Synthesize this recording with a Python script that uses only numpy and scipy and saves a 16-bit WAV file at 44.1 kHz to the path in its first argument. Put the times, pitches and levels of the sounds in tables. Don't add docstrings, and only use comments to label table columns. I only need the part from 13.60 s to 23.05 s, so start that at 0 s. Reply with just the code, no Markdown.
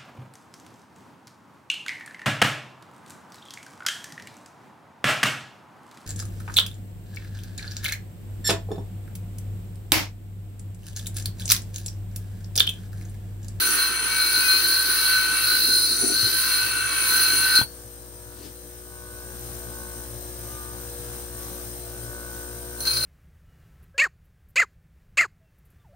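import sys
import numpy as np
from scipy import signal
from scipy.fft import rfft, irfft, next_fast_len
from scipy.io import wavfile
from scipy.ndimage import uniform_filter1d, map_coordinates

SR = 44100
rng = np.random.default_rng(int(sys.argv[2]) if len(sys.argv) > 2 else 0)


def put_to_file(sound):
    columns = np.atleast_2d(sound).T
    safe = np.clip(columns, -1, 1)
    whole_steps = np.round(safe * 32767)
    wavfile.write(sys.argv[1], SR, whole_steps.astype(np.int16))


def to_linear_factor(level_db):
    exponent = np.asarray(level_db, float) / 20
    return 10 ** exponent


N = 416743
TIME = np.arange(N) / SR
IDLE_HZ = 60.12
OFF_S = 4.04

# frequency in Hz, left minus right in dB.
IDLE_PAN = [(60, 5.5), (150, 3.5), (380, 6), (1500, -3), (2200, 4), (8300, 13), (10500, -12.5),
            (15000, 7.5)]


def level(x, db):
    return x * to_linear_factor(db) / np.sqrt(np.mean(x ** 2))


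def curve(table):
    s, *columns = np.transpose(table)
    return [np.interp(TIME, s, c) for c in columns]


def walk(rate, db=None):
    held = np.repeat(rng.standard_normal(int(N / SR * rate) + 2), 4)
    knots = 1.2 * uniform_filter1d(held, size=4)
    knots = knots if db is None else to_linear_factor(db * knots)
    return np.interp(TIME * rate * 4, np.arange(len(knots)), knots)


def swells(rows):
    out = np.zeros(N)
    for s, length, strength in rows:
        span = slice(max(int((s - length / 2) * SR), 0), int((s + length / 2) * SR))
        out[span] += strength * np.cos(np.pi * (TIME[span] - s) / length) ** 2
    return out


def on_log(table, hz):
    f, v = np.transpose(table)
    return np.interp(np.log(hz + 1), np.log(f + 1), v)


def colour(x, spectrum, low_hz=0, high_hz=SR):
    size = next_fast_len(x.shape[-1])
    hz = np.fft.rfftfreq(size, 1 / SR)
    gain = to_linear_factor(on_log(spectrum, hz)) * (hz >= low_hz) * (hz < high_hz)
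    return irfft(rfft(x, size) * gain, size)[..., :x.shape[-1]]


def ring(x, hz, width):
    return signal.lfilter(*signal.iirpeak(hz, hz / width, SR), x)


def rim(turns, kept, size=760):
    kept = np.clip(kept, 0, .99)
    fresh = rng.standard_normal((int(turns[-1]) + 2, size))
    worn = signal.lfilter([np.sqrt(1 - kept ** 2)], [1, -kept], fresh, axis=0)
    return map_coordinates(worn.ravel(), [turns * size], order=3)


def pair(phase, lead):
    phase = np.float32(phase % (2 * np.pi))
    return np.sqrt(2) * np.array([np.cos(phase), np.cos(phase - np.float32(lead))])


def ports(x, pan, phase=((1, 0),)):
    size = next_fast_len(x.shape[-1])
    hz = np.fft.rfftfreq(size, 1 / SR)
    side = to_linear_factor(on_log(pan, hz) / 2) * np.exp(.5j * on_log(phase, hz))
    both = np.array([side, 1 / side])
    both = both / np.maximum(np.abs(both.mean(axis=0)), .6)
    return irfft(rfft(x, size) * both, size)[:, :x.shape[-1]]


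def hands():
    # time in seconds, pressure in dB, bracing against the rest from 0 to 1.
    stroke = [(0.0, 1, 0), (0.2, -1, 0), (0.38, -8.5, 0), (0.6, -1.5, 0.2), (0.9, 0, 0.2), (1.2, 0.5, 0.45),
              (1.5, -0.5, 0.06), (1.72, -4, 0.1), (1.87, 0.5, 0.18), (2.08, 2, 0.72), (2.35, 0, 0.96),
              (2.65, 0.5, 0.6), (2.9, -0.5, 0.15), (3.27, -7.5, 0), (3.55, 1.5, 0.05), (3.9, -1.5, 0.09)]
    # centre in seconds, length in seconds, strength from 0 to 1.
    leans = [
        (0.1, 0.32, 1),
        (2.46, 0.27, 1),
        (3.52, 0.47, 0.56),
        (3.75, 0.29, 0.89),
    ]
    # centre in seconds, length in seconds, strength from 0 to 1.
    flick = [
        (3.962, 0.067, 1),
    ]
    pressure, brace = curve(stroke)
    again = TIME > 6
    landing = 230 * np.minimum(TIME - 9.27, 0)
    lifting = -353 * np.maximum(TIME - 4.0, 0)
    fade = np.where(again, landing, lifting)
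    fade = fade - 200 * ((TIME > OFF_S) & (TIME < 9.17))
    return np.where(again, 0, pressure), np.where(again, 0.65, brace), swells(leans), swells(flick), fade


def squeal():
    # centre in seconds, length in seconds, strength from 0 to 1.
    squeals = [(0.15, 0.6, 0), (0.65, 0.88, 0.23), (0.9, 0.31, 0.85), (1.62, 0.29, .25), (1.85, .25, 0.25),
               (2.95, .4, 0.1), (3.45, 0.28, 0.5), (9.33, 0.16, 0.27)]
    tone = np.cos(2 * np.pi * 2500 * TIME + 1.14 * walk(8.3)) * walk(18, db=-1.5)
    return tone * swells(squeals) * to_linear_factor(-25.5)


def wheel_bite(turns):
    # time in seconds, extra bite in dB.
    bounces = [(9.175, 1), (9.19, 1), (9.205, 21), (9.223, 10), (9.253, 13), (9.271, 15.5), (9.307, 9),
               (9.337, 11), (9.355, 3), (9.37, 13.5), (9.401, 1), (9.418, 5), (9.436, 8)]
    bite = 1.15 * np.cos(2 * np.pi * turns + 2.07 * walk(3))
    bite = bite - 5.3 * (TIME > 6)
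    for s, db in bounces:
        start = int(s * SR)
        bite[start:] += db * np.exp(-TIME[:N - start] / 0.0036)
    return bite


def grinding(turns, hold):
    band_edges = (3700, 5600, 10200)
    grit_kept = (0.85, 0.7, 0.46, 0.074)
    # frequency in Hz, width in Hz, level in dB.
    blank_modes = [(1060, 260, -28), (1525, 80, -7), (1440, 100, -15), (1803, 23, -17), (2270, 30, -19),
                   (2650, 100, -18), (3180, 120, -25), (4170, 26, 5), (4100, 95, -9), (4300, 110, -17),
                   (4440, 20, -4), (5280, 68, -23), (5990, 190, -21), (8700, 250, -24), (9350, 47, -8),
                   (9670, 36, -3), (10500, 76, -22), (10800, 110, -20), (11000, 54, -16), (11300, 85, -17),
                   (12000, 82, -13), (15285, 42, -8), (15725, 27, -10)]
    # frequency in Hz, level in dB per Hz.
    scrape = [(700, -16), (1000, -15.5), (1300, 1), (2100, -2.5), (3000, -4.5), (3500, -6.5), (3900, 6),
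              (4700, 5.5), (5600, -5.5), (7200, -9.5), (8800, -7.5), (10200, -4), (12400, 0.5), (13600, -9),
              (16000, 0)]
    band_trim = (-1.4, 0.51, -0.84, 0.78)
    # level in dB, dB per dB of pressure, dB when braced, dB at full lean,
    # dB at the flick, share of the fade on touching and leaving.
    bands = [
        (-27, .5, -11, -1.5, 0.5, 1.1),
        (-24.5, 1.4, -1.5, -5, 9.5, 1.23),
        (-28.5, 0.27, 0.5, 4, 5.5, 0.7),
        (-29.5, 1.9, -8.5, -2.5, 2, 0.37),
    ]
    # frequency in Hz, left minus right in dB.
    grind_pan = [(60, 5), (500, 31), (1300, -3), (2000, 13.5), (4600, 3.5), (8200, 27), (9700, -6.5),
                 (15000, -4.5)]
    # frequency in Hz, left lead in radians.
    grind_phase = [(0, 0), (1550, 0.2), (1890, -0.4), (2240, 0.7), (2760, -0.6), (4050, -12.6),
                   (5250, -13.3), (6120, -18.9), (8700, -18.6), (9220, -17.0), (9470, -18.4),
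                   (12100, -18.8), (13200, -21.5), (16100, -24.8)]
    touch = (TIME < 4.3) | (TIME > 9.1)
    edges = (600, *band_edges, SR / 2)
    bite = wheel_bite(turns)
    near, spray = 0, 0
    sparks = rng.standard_normal((2, N))[:, touch]
    for k, (db, *slopes) in enumerate(bands):
        low, high = edges[k], edges[k + 1]
        band_db = db + sum(slope * c for slope, c in zip(slopes, hold))
        push = to_linear_factor((np.clip(band_db, -140, 0) + bite + 0.48 * walk(25))[touch])
        grit = push * rim(turns[touch], grit_kept[k])
        modes = [m for m in blank_modes if low <= m[0] < high]
        rings = 0
        for j, (hz, width, mode_db) in enumerate(modes):
            drive = grit * to_linear_factor(mode_db) * walk(3.98, db=0.66)[touch]
            rings = rings + (-1) ** j * ring(ring(drive, hz, width), hz, 6 * width)
        sound = rings + to_linear_factor(-33.0) * colour(grit, scrape, low, high)
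        scale = to_linear_factor(band_trim[k]) * np.sqrt(np.mean(push ** 2) / np.mean(sound ** 2))
        near = near + scale * sound
        spray = spray + scale * push * colour(sparks, scrape, low, high)
    near = near + squeal()[touch]
    out = np.zeros((2, N))
    out[:, touch] = ports(near, grind_pan, grind_phase) + to_linear_factor(-21.5) * spray
    return out


def hum(turns):
    # frequency at idle in Hz, level in dB rms.
    multiples = [(59.2, -44), (120.2, -54), (177.6, -63), (236.9, -60), (301.5, -55), (360.7, -50),
                 (419.9, -63), (479.1, -51), (543.7, -59), (602.9, -61), (662.1, -65), (721.4, -66),
                 (780.6, -66), (899.0, -66), (963.6, -61), (1023, -69), (1082, -62), (1141, -66),
                 (1200, -64), (1260, -69), (1324, -73), (1384, -71), (1443, -65), (1502, -55), (1561, -64),
                 (1620, -66), (1685, -65), (1744, -69), (1803, -72)]
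    # centre in seconds, length in seconds, relative
    guard_rings = [(4.72, 0.29, .3), (5.5, 0.88, 0.9), (6.2, 0.81, 0.68), (7.05, 0.69, 0.48),
                   (7.8, .9, 0.28), (8.65, 1, 1.1), (9.25, 0.51, 1)]
    total = 0
    guard = to_linear_factor(6.5) * (0.082 + swells(guard_rings))
    rattle = 0.95 * guard ** 0.38
    for hz, db in multiples:
        order = np.round(hz / IDLE_HZ)
        if abs(hz / IDLE_HZ - order) < .07:
            start, lead = rng.uniform(-np.pi, np.pi, size=2)
            if order >= 11:
                start, lead = .12 * start, 1.2 + .2 * lead
            sway = guard if order == 25 else walk(2.5, db=3.9 * min(order / 16, 1))
            sway = sway * rattle if order >= 11 and order != 25 else sway
            pan = to_linear_factor(db + on_log(IDLE_PAN, hz) * np.array([[.5], [-.5]]))
            phase = 2 * np.pi * order * turns + start
            total = total + pan * sway * pair(phase, min(order / 14, 1) * lead)
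    return total


def bearings(turns):
    # frequency at idle in Hz, level in dB rms.
    bearing_tones = [(4963, -66), (5346, -68), (6002, -65), (8543, -54), (8592, -51), (8667, -63),
                     (8769, -60), (9135, -62), (10621, -63), (11919, -59), (12979, -66), (14820, -66),
                     (15132, -65), (15725, -69)]
    tones = 0
    for hz, db in bearing_tones:
        phase = 2 * np.pi * hz * turns / IDLE_HZ + 0.61 * walk(22)
        tones = tones + to_linear_factor(db) * walk(22, db=1.0) * pair(phase, rng.uniform(0, 2 * np.pi))
    return tones * to_linear_factor(np.array([[5], [-1]]))


def air_whirr(turns):
    # frequency in Hz, width in Hz, level in dB.
    casing_modes = [(4080, 11, -9), (5120, 24, -15.5), (5700, 36, -28), (6080, 110, -11), (7360, 120, -16),
                    (8723, 43, -4), (8870, 5, -26), (9430, 16, -1), (10700, 29, -20), (11950, 58, -4.5),
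                    (13357, 130, -7), (14600, 47, -26), (15300, 96, -9.5), (15700, 26, -21)]
    # frequency in Hz, level in dB per Hz.
    whirr_spectrum = [(75, -6), (120, -11.5), (200, -19.5), (400, -22.5), (720, -23.5), (1500, -22),
                      (2400, -29), (4300, -26), (4600, -31.5), (4900, -25.5), (8000, -28.5), (8800, -24),
                      (13000, -24.5), (16000, -24)]
    air = [rim(turns, 0.47) for _ in range(3)]
    shared = colour(air[0], whirr_spectrum, low_hz=70.0, high_hz=900)
    air = np.array(air[1:])
    air = air + sum(to_linear_factor(db + 17.5) * ring(air, hz, width) for hz, width, db in casing_modes)
    own = colour(air, whirr_spectrum, low_hz=92)
    whirr = ports(shared + 0.94 * own, IDLE_PAN) * to_linear_factor(-40.5) / np.std(own)
    return whirr * walk(8.5, db=1.0)


def far_engine():
    # time in seconds, firing rate in Hz, level in dB.
    firing = [(0.0, 110.2, -57), (2.3, 108.1, -47), (4.2, 106.2, -51), (5.55, 102.1, -51.5),
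              (5.9, 114.1, -51), (7.9, 110, -51), (8.2, 116.2, -51), (8.8, 113.7, -49), (9.45, 116, -49)]
    # multiple of the firing rate, level in dB.
    engine_orders = [(1, -2), (2, -13.5), (3, -12.5), (4, -44), (5, -9.5), (6, -13)]
    hz, db = curve(firing)
    phase = 2 * np.pi * np.cumsum(hz * (1 + 0.01514 * walk(12))) / SR
    note = sum(to_linear_factor(o_db) * walk(10, db=3.5) * np.cos(order * phase) for order, o_db in engine_orders)
    return np.sqrt(2) * note * to_linear_factor(db) * to_linear_factor(np.array([[2.5], [-3]]))


def rag():
    # frequency in Hz, level in dB per Hz.
    rag_spectrum = [(150, -16), (300, 3), (600, -16), (1500, -24), (4500, -16), (7000, -21), (9000, -26)]
    # centre in seconds, length in seconds, strength from 0 to 1.
    brushes = [
        (4.825, 0.26, 0.97),
    ]
    cloth = rng.standard_normal(N) * walk(29.77, db=4.0)
    return level(colour(cloth, rag_spectrum), -42) * swells(brushes)


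def tool_rest(hold):
    # start in seconds, peak in dB, ring frequency in Hz, 60 dB decay time in seconds.
    knocks = [
        (2.63, -27, 105, 0.11),
        (3.99, -22.5, 298, 0.024),
        (4.013, -18, 132, 0.041),
        (4.014, -18, 900, 0.012),
        (4.016, -24, 3320, 0.024),
        (4.02, -38, 4300, .22),
        (4.02, -39, 4440, 0.35),
    ]
    _, brace, lean, *_ = hold
    shake = rng.standard_normal(N) * walk(29.77, db=4.0)
    rattle_db = -51.5 + 8.5 * brace + 10.5 * lean + 0.5 * walk(12)
    rattle = level(ring(ring(shake, 323, 180), 323, 180), 0) * to_linear_factor(rattle_db) * (TIME < OFF_S)
    t = TIME[:SR // 4]
    for s, db, hz, t60 in knocks:
        decay = np.exp(-np.log(1000) * t / t60)
        rattle[int(s * SR):][:len(t)] += to_linear_factor(db) * np.sin(2 * np.pi * hz * t) * decay
    return rattle


def shed(x, t60=0.11, wet_db=-4):
    t = np.arange(SR // 5) / SR
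    tail = rng.standard_normal((2, len(t))) * np.exp(-np.log(1000) * t / t60)
    tail *= to_linear_factor(wet_db) / np.sqrt(np.sum(tail ** 2, axis=1, keepdims=True))
    return x + signal.fftconvolve(x.mean(axis=0, keepdims=True), tail, axes=1)[:, :N]


def scene():
    # time in seconds, turn rate in Hz.
    shaft = [(0.0, 58.4), (0.42, 57.93), (1.3, 58.68), (1.66, 57.77), (2.0, 58.84), (2.62, 59.18),
             (3.59, 57.36), (3.95, 59.1)]
    turns = np.cumsum(np.where(TIME < 4.03, curve(shaft)[0], IDLE_HZ)) / SR
    gain = to_linear_factor(-4.5 + 5.5 * np.clip((TIME - 5.24) / 0.7, 0, 1))
    hold = hands()
    rest = (tool_rest(hold) + rag()) * to_linear_factor(np.array([[3.5], [-5]]))
    machine = hum(turns) + bearings(turns) + air_whirr(turns)
    return shed(grinding(turns, hold) + rest) + gain * (machine + far_engine())


def roll_off(x):
    return signal.sosfilt(signal.butter(12, 16530, fs=SR, output="sos"), x)


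def record(dry):
    low_cut = signal.butter(3, 40, "high", fs=SR, output="sos")
    top_cut = signal.ellip(10, .2, 45, 15760, fs=SR, output="sos")
    mix = signal.sosfilt(np.vstack([low_cut, top_cut]), dry)
    return roll_off(mix)


dry = scene()
out = record(dry)
put_to_file(out)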